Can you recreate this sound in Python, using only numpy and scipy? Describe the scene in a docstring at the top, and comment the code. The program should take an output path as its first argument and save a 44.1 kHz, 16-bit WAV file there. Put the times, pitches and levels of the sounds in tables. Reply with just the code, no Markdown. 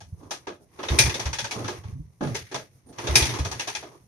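"""In a small workshop a foot works the kick lever of a single-cylinder motorcycle twice; it does not fire.
Impacts excite resonances: ratchet, valves and sandal clack, and the steel lever clangs on its stop.
The exhaust pipe puffs, the frame rocks on its stand, gears whirr, and friction makes squeaks and scrapes.
A phone hears it all through two unlike microphone ports."""
import sys
import numpy as np
from scipy import signal
from scipy.fft import rfft, irfft, next_fast_len
from scipy.io import wavfile
from scipy.ndimage import uniform_filter1d

SR = 44100
rng = np.random.default_rng(int(sys.argv[2]) if len(sys.argv) > 2 else 0)


def persist_wave(psi):
    """Save psi, clipped to +-1, as 16-bit WAV."""
    counts = np.round(np.clip(psi, -1, 1) * 32767).astype(np.int16)
    wavfile.write(sys.argv[1], SR, np.atleast_2d(counts).T)


N = 179531


def clacks():
    """Impact excitation: dense casing modes merge into noise; tank, struck part and cavity ring out."""
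    # Each row: start in seconds, level, heft and brightness in dB, tank and part pitch in Hz,
    # softness as a factor on rise time.
    blows = [(.0044, -40, -13, 3, 705, 780, 1.1), (.2042, -65.5, 19, 2, 297, 985, 1.1),
             (.2275, -55.5, 13, -3, 273, 1280, 3), (.3072, -22, -14, 4, 347, 761, 2.5),
             (.4691, -29.5, .1, -14, 356, 948, 1.1), (.6, -71, 20, 6, 293, 760, 1.1),
             (.7889, -33.5, 2.5, -22, 358, 1107, 1.1), (.83, -24.5, -12, -15, 575, 902, 1.1),
             (.8838, -19.5, -15, -15, 477, 3686, 1.1), (.9176, -31, 7, 2, 340, 1070, 1.1),
             (.9878, -7.5, -17, 12, 388, 2450, .6), (1.0244, -23, -18, .1, 666, 1970, 1.1),
             (1.0565, -20, -14, 5, 322, 2077, 1.1), (1.0943, -21, -20, -5, 205, 2500, 1.1),
             (1.1406, -22, -10, 1.1, 556, 3686, 1.1), (1.1938, -21.5, -14, .1, 377, 856, 2.5),
             (1.254, -22, -13, -3, 580, 936, 2.5), (1.3284, -19.5, -22, -2, 560, 1642, 3.5),
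             (1.3852, -17.5, -21, .1, 556, 3470, 1.5), (1.4411, -21.5, -18, -3, 563, 1572, 2.5),
             (1.5093, -20.5, -18, 1.1, 710, 2273, 1.5), (1.555, -40.5, 9, -4, 205, 866, 1.1),
             (1.5888, -37.5, 9, 5, 268, 755, 1.1), (1.643, -28.5, -10, -8, 264, 1305, 1.1),
             (1.6793, -24, -4, -4, 363, 1147, 1.1), (1.8354, -44, -10, -10, 403, 840, 1.1),
             (2.2075, -36.5, 17, -18, 247, 899, 1.1), (2.2288, -30, .1, -14, 227, 911, 2.5),
             (2.2694, -36.5, 7, -3, 238, 953, 1.1), (2.3454, -20.5, -11, 2, 423, 2060, 4),
             (2.5134, -32.5, -1, -4, 366, 1747, 1.5), (2.5424, -22.5, -4, -1, 629, 928, 1.5),
             (2.86, -73, 25, 25, 266, 886, 1.1), (2.8854, -60.5, 19, 20, 277, 894, 1.1),
             (2.9244, -46, -4, 3, 376, 1207, 3), (2.9831, -26.5, -8, -10, 477, 911, 1.5),
             (3.0394, -34, 5, -3, 417, 1032, 1.1), (3.0694, -19.5, -9, -10, 602, 3640, 1.1),
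             (3.1077, -31.5, 3, -5, 358, 908, 1.1), (3.1548, -8, -14, 14, 361, 2467, .6),
             (3.1967, -18.5, -13, 3, 307, 2570, 1.1), (3.222, -16.5, -16, -1, 272, 3340, 1.1),
             (3.253, -19.5, -18, 6, 287, 2490, 1.1), (3.2916, -25, -12, -7, 199, 3620, 1.1),
             (3.3361, -24.5, -13, -6, 359, 958, 1.5), (3.3852, -24.5, -9, -1, 276, 978, 2.5),
             (3.4476, -24.5, -8, 3, 405, 866, 1.5), (3.5123, -24, -11, 3, 394, 869, 2.5),
             (3.5945, -19, -17, -1, 560, 2750, 1.5), (3.672, -19.5, -17, 1.1, 400, 857, 3.5),
             (3.749, -20, -26, -1, 701, 2517, 1.5), (3.8242, -37, -1, -8, 644, 860, 1.1),
             (3.9287, -56, 3, -3, 391, 1115, 3)]
    # Each row: low and high edge in Hz, rise and nominal t60 in seconds, level in dB, then dB added
    # per dB of heft, per dB of brightness and per octave of the part above 1 kHz.
    bands = [(1724, 3650, .002, .2, -4.5, 0, 0, 0), (200, 680, .008, .24, -5.5, .95, 0, 0),
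             (700, 1400, .003, .2, -5.5, .5, -.12, -4), (4270, 7600, .001, .21, -10, 0, .4, 0),
             (7570, 21000, .0012, .24, -15.5, 0, .95, 0)]
    t, out, power = np.arange(SR // 4) / SR, np.zeros((2, N)), np.zeros((len(bands), N))
    for start, db, heft_db, bright_db, tank_hz, part_hz, softness in blows:
        longer = 1 + .012 * (heft_db + 15)  # a heavier blow rings longer
        octaves = np.log2(part_hz / 1e3)
        for band_power, (_, _, rise, t60, band_db, per_heft, per_bright, per_octave) in zip(power, bands):
            level_db = db + band_db + per_heft * heft_db + per_bright * bright_db + per_octave * octaves
            add(band_power, start, (gain_of(level_db) * struck(t, t60 * longer, rise * softness)) ** 2)
        boom = gain_of(heft_db - 4.5) * struck(t, t60=.18 * longer, rise=.005)
        boom = boom * wavering(t, tank_hz, width_hz=90, alike=.9, steady=.8)
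        part_db = -8.5 + 1.6 * octaves  # small parts ring out more
        part = gain_of(part_db) * struck(t, t60=.13, rise=.0015 * softness)
        part = part * wavering(t, part_hz, width_hz=350, alike=.2, steady=.4)
        knock_db = -11.5 - .5 * max(db + 15, 0)  # the hollow knock grows less under hard blows
        knock = gain_of(knock_db) * struck(t, t60=.12, rise=.006)
        knock = knock * wavering(t, hz=890, width_hz=160, alike=.4, steady=.5)
        add(out, start, gain_of(db) * (boom + part + knock))
    chatter = casing_resonance(flutter(per_s=270, depth_db=1), lift_db=5)
    for band_power, (low_hz, high_hz, *_) in zip(power, bands):
        bandpass = signal.butter(3, [low_hz, high_hz], "bandpass", fs=SR, output="sos")
        out += evened(signal.sosfilt(bandpass, chatter)) * np.sqrt(band_power + 1e-20)
    return out


def casing_resonance(x, lift_db):
    """Resonance: the casing amplifies sound near its natural frequencies."""
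    # Each row: frequency and width in Hz, relative level in dB.
    modes = [(851, 44, 0), (1240, 74, -4), (1650, 67, 0), (2060, 15, -6), (2510, 78, -5), (2720, 24, -7),
             (2990, 23, -7), (3390, 120, -7), (4030, 52, -7), (4410, 21, -8), (4570, 81, -9)]
    return filtered(x, lambda f: 1 + sum(gain_of(db + lift_db) / (1 + (2 * (f - hz) / width) ** 2)
                                         for hz, width, db in modes))


def lever_stop():
    """Modal ringing: the lever hits its stop and bounces; its rattling roughens the decaying modes."""
    # Each row: start in seconds, relative level in dB.
    hits = [(0.9874, -6), (1.0232, -20.5), (1.0574, -24), (3.1551, -5.5), (3.2243, -20.5), (3.253, -25.5)]
    # Lever and footrest. Each row: frequency in Hz, relative level in dB, t60 in seconds.
    steel_modes = [(1996, -11, 0.25), (2160, -13, 0.24), (2213, -11, 0.29), (2360, -3, .22),
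                   (2466, -5, .22), (2440, -4, .2), (3305, -16, .1), (3800, -4.5, .1), (4820, -13.5, 0.22),
                   (5040, -13.5, .2), (5264, -9, 0.16), (5450, -18, .15), (5920, -14.5, 0.17),
                   (5900, -23, .2), (6110, -19.5, .2), (7380, -16.5, 0.16), (8830, -4.5, 0.11),
                   (9520, -12, 0.18)]
    t, out = np.arange(SR // 3) / SR, np.zeros((2, N))
    attack = 1 - np.exp(-t / .0004)
    for start, db in hits:
        ring = sum(gain_of(mode_db - 60 * t / t60) * wavering(t, hz, width_hz=70, alike=.15, steady=.7)
                   for hz, mode_db, t60 in steel_modes)
        add(out, start, gain_of(db - 8) * ring * attack)
    return out


def exhaust_and_frame():
    """Damped oscillation: a slug of air or a jolt of the frame swells, swings and dies into a rumble."""
    # Each row: start in seconds, level in dB.
    puffs = [(.905, -14), (1.039, -17), (1.255, -20.5), (3.089, -17.5), (3.212, -17), (3.395, -18)]
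    # Each row: start in seconds, level in dB, frequency in Hz, roundness (high gives a single lump).
    jolts = [(.014, -43.5, 96, 1.2), (.059, -43, 81, 1.2), (.119, -28, 88, 3), (.849, -43, 91, 1.2),
             (.946, -26.5, 75, 1.2), (.993, -21, 117, 1.2), (1.084, -34, 93, 1.2), (1.199, -34, 113, 1.2),
             (1.298, -36, 71, 1.2), (1.42, -33.5, 114, 1.2), (1.556, -32, 117, 1.2), (1.599, -33, 113, 1.2),
             (1.639, -29, 102, 1.2), (1.7, -40, 105, 2.5), (1.74, -42, 115, 2.5), (1.78, -38, 92, 1.5),
             (1.847, -28, 97, 4), (1.879, -29.5, 109, 3), (1.92, -27, 89, 2.5), (1.949, -33, 135, 1.2),
             (1.989, -33.5, 156, 2.5), (1.99, -33, 52, 1.5), (2.219, -31, 153, 1.2), (2.253, -22, 145, 2.5),
             (2.304, -26, 125, 1.2), (2.409, -39, 83, 2.5), (2.543, -37.5, 133, 1.2), (2.98, -41, 115, 1.2),
             (3.039, -33, 118, 1.2), (3.119, -22, 81, 1.2), (3.158, -24, 120, 1.2),
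             (3.279, -28.5, 118, 1.2), (3.32, -29, 112, 1.2), (3.45, -29, 93, 1.2), (3.509, -37, 68, 1.2),
             (3.549, -38, 118, 1.2), (3.671, -47, 121, 1.2), (3.774, -48, 80, 1.2)]
    # Each row: frequency in Hz, relative level in dB.
    rumble_spectrum = [(25, -26), (50, -4), (75, 2), (130, 4), (180, -7), (260, -30), (450, -65)]
    pipe_hz, puff_roundness, swell_s = 70, 1.2, .015
    rumble_db, rumble_t60, rest_db = -11, .45, -59
    t, thumps, power = np.arange(SR // 3) / SR, np.zeros(N), np.full(N, gain_of(rest_db) ** 2)
    age = t / swell_s
    for start, db, hz, roundness in [(*puff, pipe_hz, puff_roundness) for puff in puffs] + jolts:
        swing = np.sin(2 * np.pi * hz * t) + .21 * np.sin(2 * np.pi * 1.9 * hz * t)
        swell = np.exp(roundness * (np.log(age + 1e-6) + 1 - age))
        add(thumps, start, gain_of(db) * swell * swing)
        tail = gain_of(db + rumble_db - 60 * t / rumble_t60) * (1 - np.exp(-age))
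        add(power, start, tail ** 2)
    rumble = np.sqrt(power) * shaped_noise(rumble_spectrum, per_s=30, depth_db=2)
    return np.array([thumps, np.roll(thumps, -round(.0008 * SR))]) + rumble  # right leads by 0.8 ms


def gears():
    """Forced vibration: turning gears whirr and the casing drones between the blows."""
    # Each row: time in seconds, whirr and drone level in dB.
    levels = [(0.0, -80, -95), (.26, -67, -53), (.48, -63, -64), (.58, -90, -95), (.8, -51, -52),
              (.93, -35, -34), (1.03, -33, -33), (1.13, -39, -42), (1.28, -44, -46), (1.42, -51, -57),
              (1.56, -45, -38), (1.79, -48, -48), (1.83, -60, -58), (1.9, -55, -53), (2.0, -72, -72),
              (2.19, -74, -76), (2.24, -52, -55), (2.38, -41, -60), (2.46, -50, -72), (2.63, -54, -72),
              (2.72, -68, -83), (2.92, -72, -68), (3.0, -41, -43), (3.06, -40, -38), (3.16, -33, -34),
              (3.31, -33, -38), (3.42, -44, -43), (3.55, -46, -51), (3.63, -41, -46), (3.72, -43, -59),
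              (3.84, -48, -51), (3.95, -62, -53), (4.07, -74, -76)]
    # Each row of both: frequency in Hz, relative level in dB.
    whirr_spectrum = [(500, -30), (1000, -7), (2000, 12), (4000, 0.5), (8000, -7), (12000, -1.5),
                      (16000, -10.5)]
    drone_spectrum = [(120, -25.5), (200, -10.5), (350, 7), (600, -8), (1100, 2.5), (1800, -22)]
    times, whirr_db, drone_db = np.transpose(levels)
    t = np.arange(N) / SR
    whirr = gain_of(np.interp(t, times, whirr_db)) * shaped_noise(whirr_spectrum, per_s=200, depth_db=2.5)
    drone = gain_of(np.interp(t, times, drone_db)) * shaped_noise(drone_spectrum, per_s=60, depth_db=2)
    return whirr + drone


def spring_squeaks():
    """Friction-induced vibration: the return spring gives thin, unsteady tones."""
    # Each row: start and length in seconds, frequency in Hz, level in dB.
    squeaks = [(1.69, .06, 12000, -55), (2.223, .12, 9820, -54), (2.36, .09, 11900, -56),
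               (2.865, .073, 9200, -61)]
    t, out = np.arange(SR // 3) / SR, np.zeros((2, N))
    for start, length, hz, db in squeaks:
        tone = wavering(t, hz, width_hz=180, alike=.1, steady=.2)
        add(out, start, gain_of(db) * stroke(t, length) * tone)
    return out


def sandal_scrapes():
    """Sliding friction: sandal and lever rub out a broadband hiss."""
    # Each row: start and length in seconds, level in dB.
    rubs = [(.032, .06, -64), (.2, .09, -70), (2.22, .24, -47), (2.56, .15, -48), (2.868, .1, -60),
            (3.84, .09, -61)]
    # Each row: frequency in Hz, relative level in dB.
    spectrum = [(1000, -12), (2000, -12), (4000, -15), (6000, -9), (9000, -8), (12000, 4), (15500, 10)]
    t, envelope = np.arange(SR // 3) / SR, np.zeros(N)
    for start, length, db in rubs:
        add(envelope, start, gain_of(db) * stroke(t, length))
    return envelope * shaped_noise(spectrum, per_s=400, depth_db=2.5)


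def workshop_air():
    """Ambient noise: a faint rumble and hiss fill the room."""
    # Each row: frequency in Hz, relative level in dB.
    spectrum = [(30, -14), (100, 2.5), (400, -13), (1500, -24), (6000, -26.5), (16000, -13.5)]
    return gain_of(-59) * shaped_noise(spectrum, per_s=24, depth_db=3)


def struck(t, t60, rise):
    """Envelope of a blow: a quick rise, then an ever faster fall, so the tail stops as if gated."""
    return gain_of(-60 * t / t60 - 6 * t * t / .02) * (1 - np.exp(-t / rise))


def stroke(t, length):
    """Envelope of a rub: quick in, slow out."""
    return np.sin(np.pi * np.sqrt(np.clip(t / length, 1e-9, 1))) * (t < length)


def wavering(t, hz, width_hz, alike, steady):
    """Random modulation spreads a tone round a steady core; alike correlates the two channels."""
    a, b = evened(uniform_filter1d(rng.standard_normal((2, 2, len(t))), int(SR / width_hz)))
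    phase = 2 * np.pi * hz * t
    core = steady * np.cos(phase + np.pi * rng.standard_normal((2, 1)))
    left, other = a * np.cos(phase) + b * np.sin(phase) + core
    return evened(np.array([left, alike * left + np.sqrt(1 - alike ** 2) * other]))


def flutter(per_s, depth_db):
    """Amplitude modulation: stereo noise jumps in level, alike in the bass and unrelated in the treble."""
    # Each row: frequency in Hz, left-right correlation from 0 to 1.
    coherence = [(60, 0.79), (250, .85), (500, .6), (900, .3), (1500, .0), (15000, 0.036)]
    jumps = evened(uniform_filter1d(rng.standard_normal(N), int(SR / per_s)))
    left, other = rng.standard_normal((2, N))
    common = filtered(left, lambda f: value_at(coherence, f))
    separate = filtered(other, lambda f: np.sqrt(1 - value_at(coherence, f) ** 2))
    return evened(np.array([left, common + separate]) * gain_of(depth_db * jumps))


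def shaped_noise(spectrum, per_s, depth_db):
    """Spectral shaping of fluttering noise, at rms 1."""
    return evened(coloured(flutter(per_s, depth_db), spectrum))


def coloured(x, spectrum):
    """Filters by rows of frequency in Hz and gain in dB."""
    return filtered(x, lambda f: gain_of(value_at(spectrum, f)))


def filtered(x, gain):
    """Weights the spectrum by gain(Hz)."""
    size = next_fast_len(N)
    return irfft(rfft(x, size) * gain(np.fft.rfftfreq(size, 1 / SR)), size)[..., :N]


def value_at(points, hz):
    """Interpolates on a log-frequency axis."""
    f, value = np.transpose(points)
    return np.interp(np.log(hz + 1), np.log(f + 1), value)


def gain_of(db):
    """Decibels to amplitude."""
    return 10 ** (np.asarray(db) / 20)


def evened(x):
    """Scales to rms 1."""
    return x / np.sqrt(np.mean(x ** 2) + 1e-20)


def add(mix, start, sound):
    """Mixes a sound in at start seconds."""
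    part = mix[..., round(start * SR):][..., :sound.shape[-1]]
    part += sound[..., :part.shape[-1]]


def scene():
    """Superposition: all sources add to the air of the workshop."""
    air = workshop_air()
    return clacks() + lever_stop() + exhaust_and_frame() + gears() + spring_squeaks() + sandal_scrapes() + air


def record(dry):
    """Port resonance colours each channel; peaks past full scale clip; a low-pass limits the band."""
    # Each row of both: frequency in Hz, gain in dB.
    left_port = [(60, -3), (500, 1.5), (1500, -3), (3000, -6), (5000, 0.5), (5950, 10), (6500, 5),
                 (7400, -8), (8200, -13), (11000, -16), (12000, -12.5), (14000, -26.5), (16000, -27.5)]
    right_port = [(60, -2), (500, 4), (1500, -2.5), (3000, -7), (5000, -1.5), (6400, -3.5), (7800, -9.5),
                  (9000, 3.5), (10000, 1), (11000, -3.5), (11700, -7), (13400, -11.5), (14200, -23.5),
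                  (16000, -37.5)]
    edge_hz = 15700
    heard = np.clip([coloured(dry[0], left_port), coloured(dry[1], right_port)], -1, 1)
    lowpass = signal.firwin(511, edge_hz, window=("kaiser", 9), fs=SR)
    return signal.oaconvolve(heard, lowpass[None], "same")


dry = scene()
out = record(dry)
persist_wave(out)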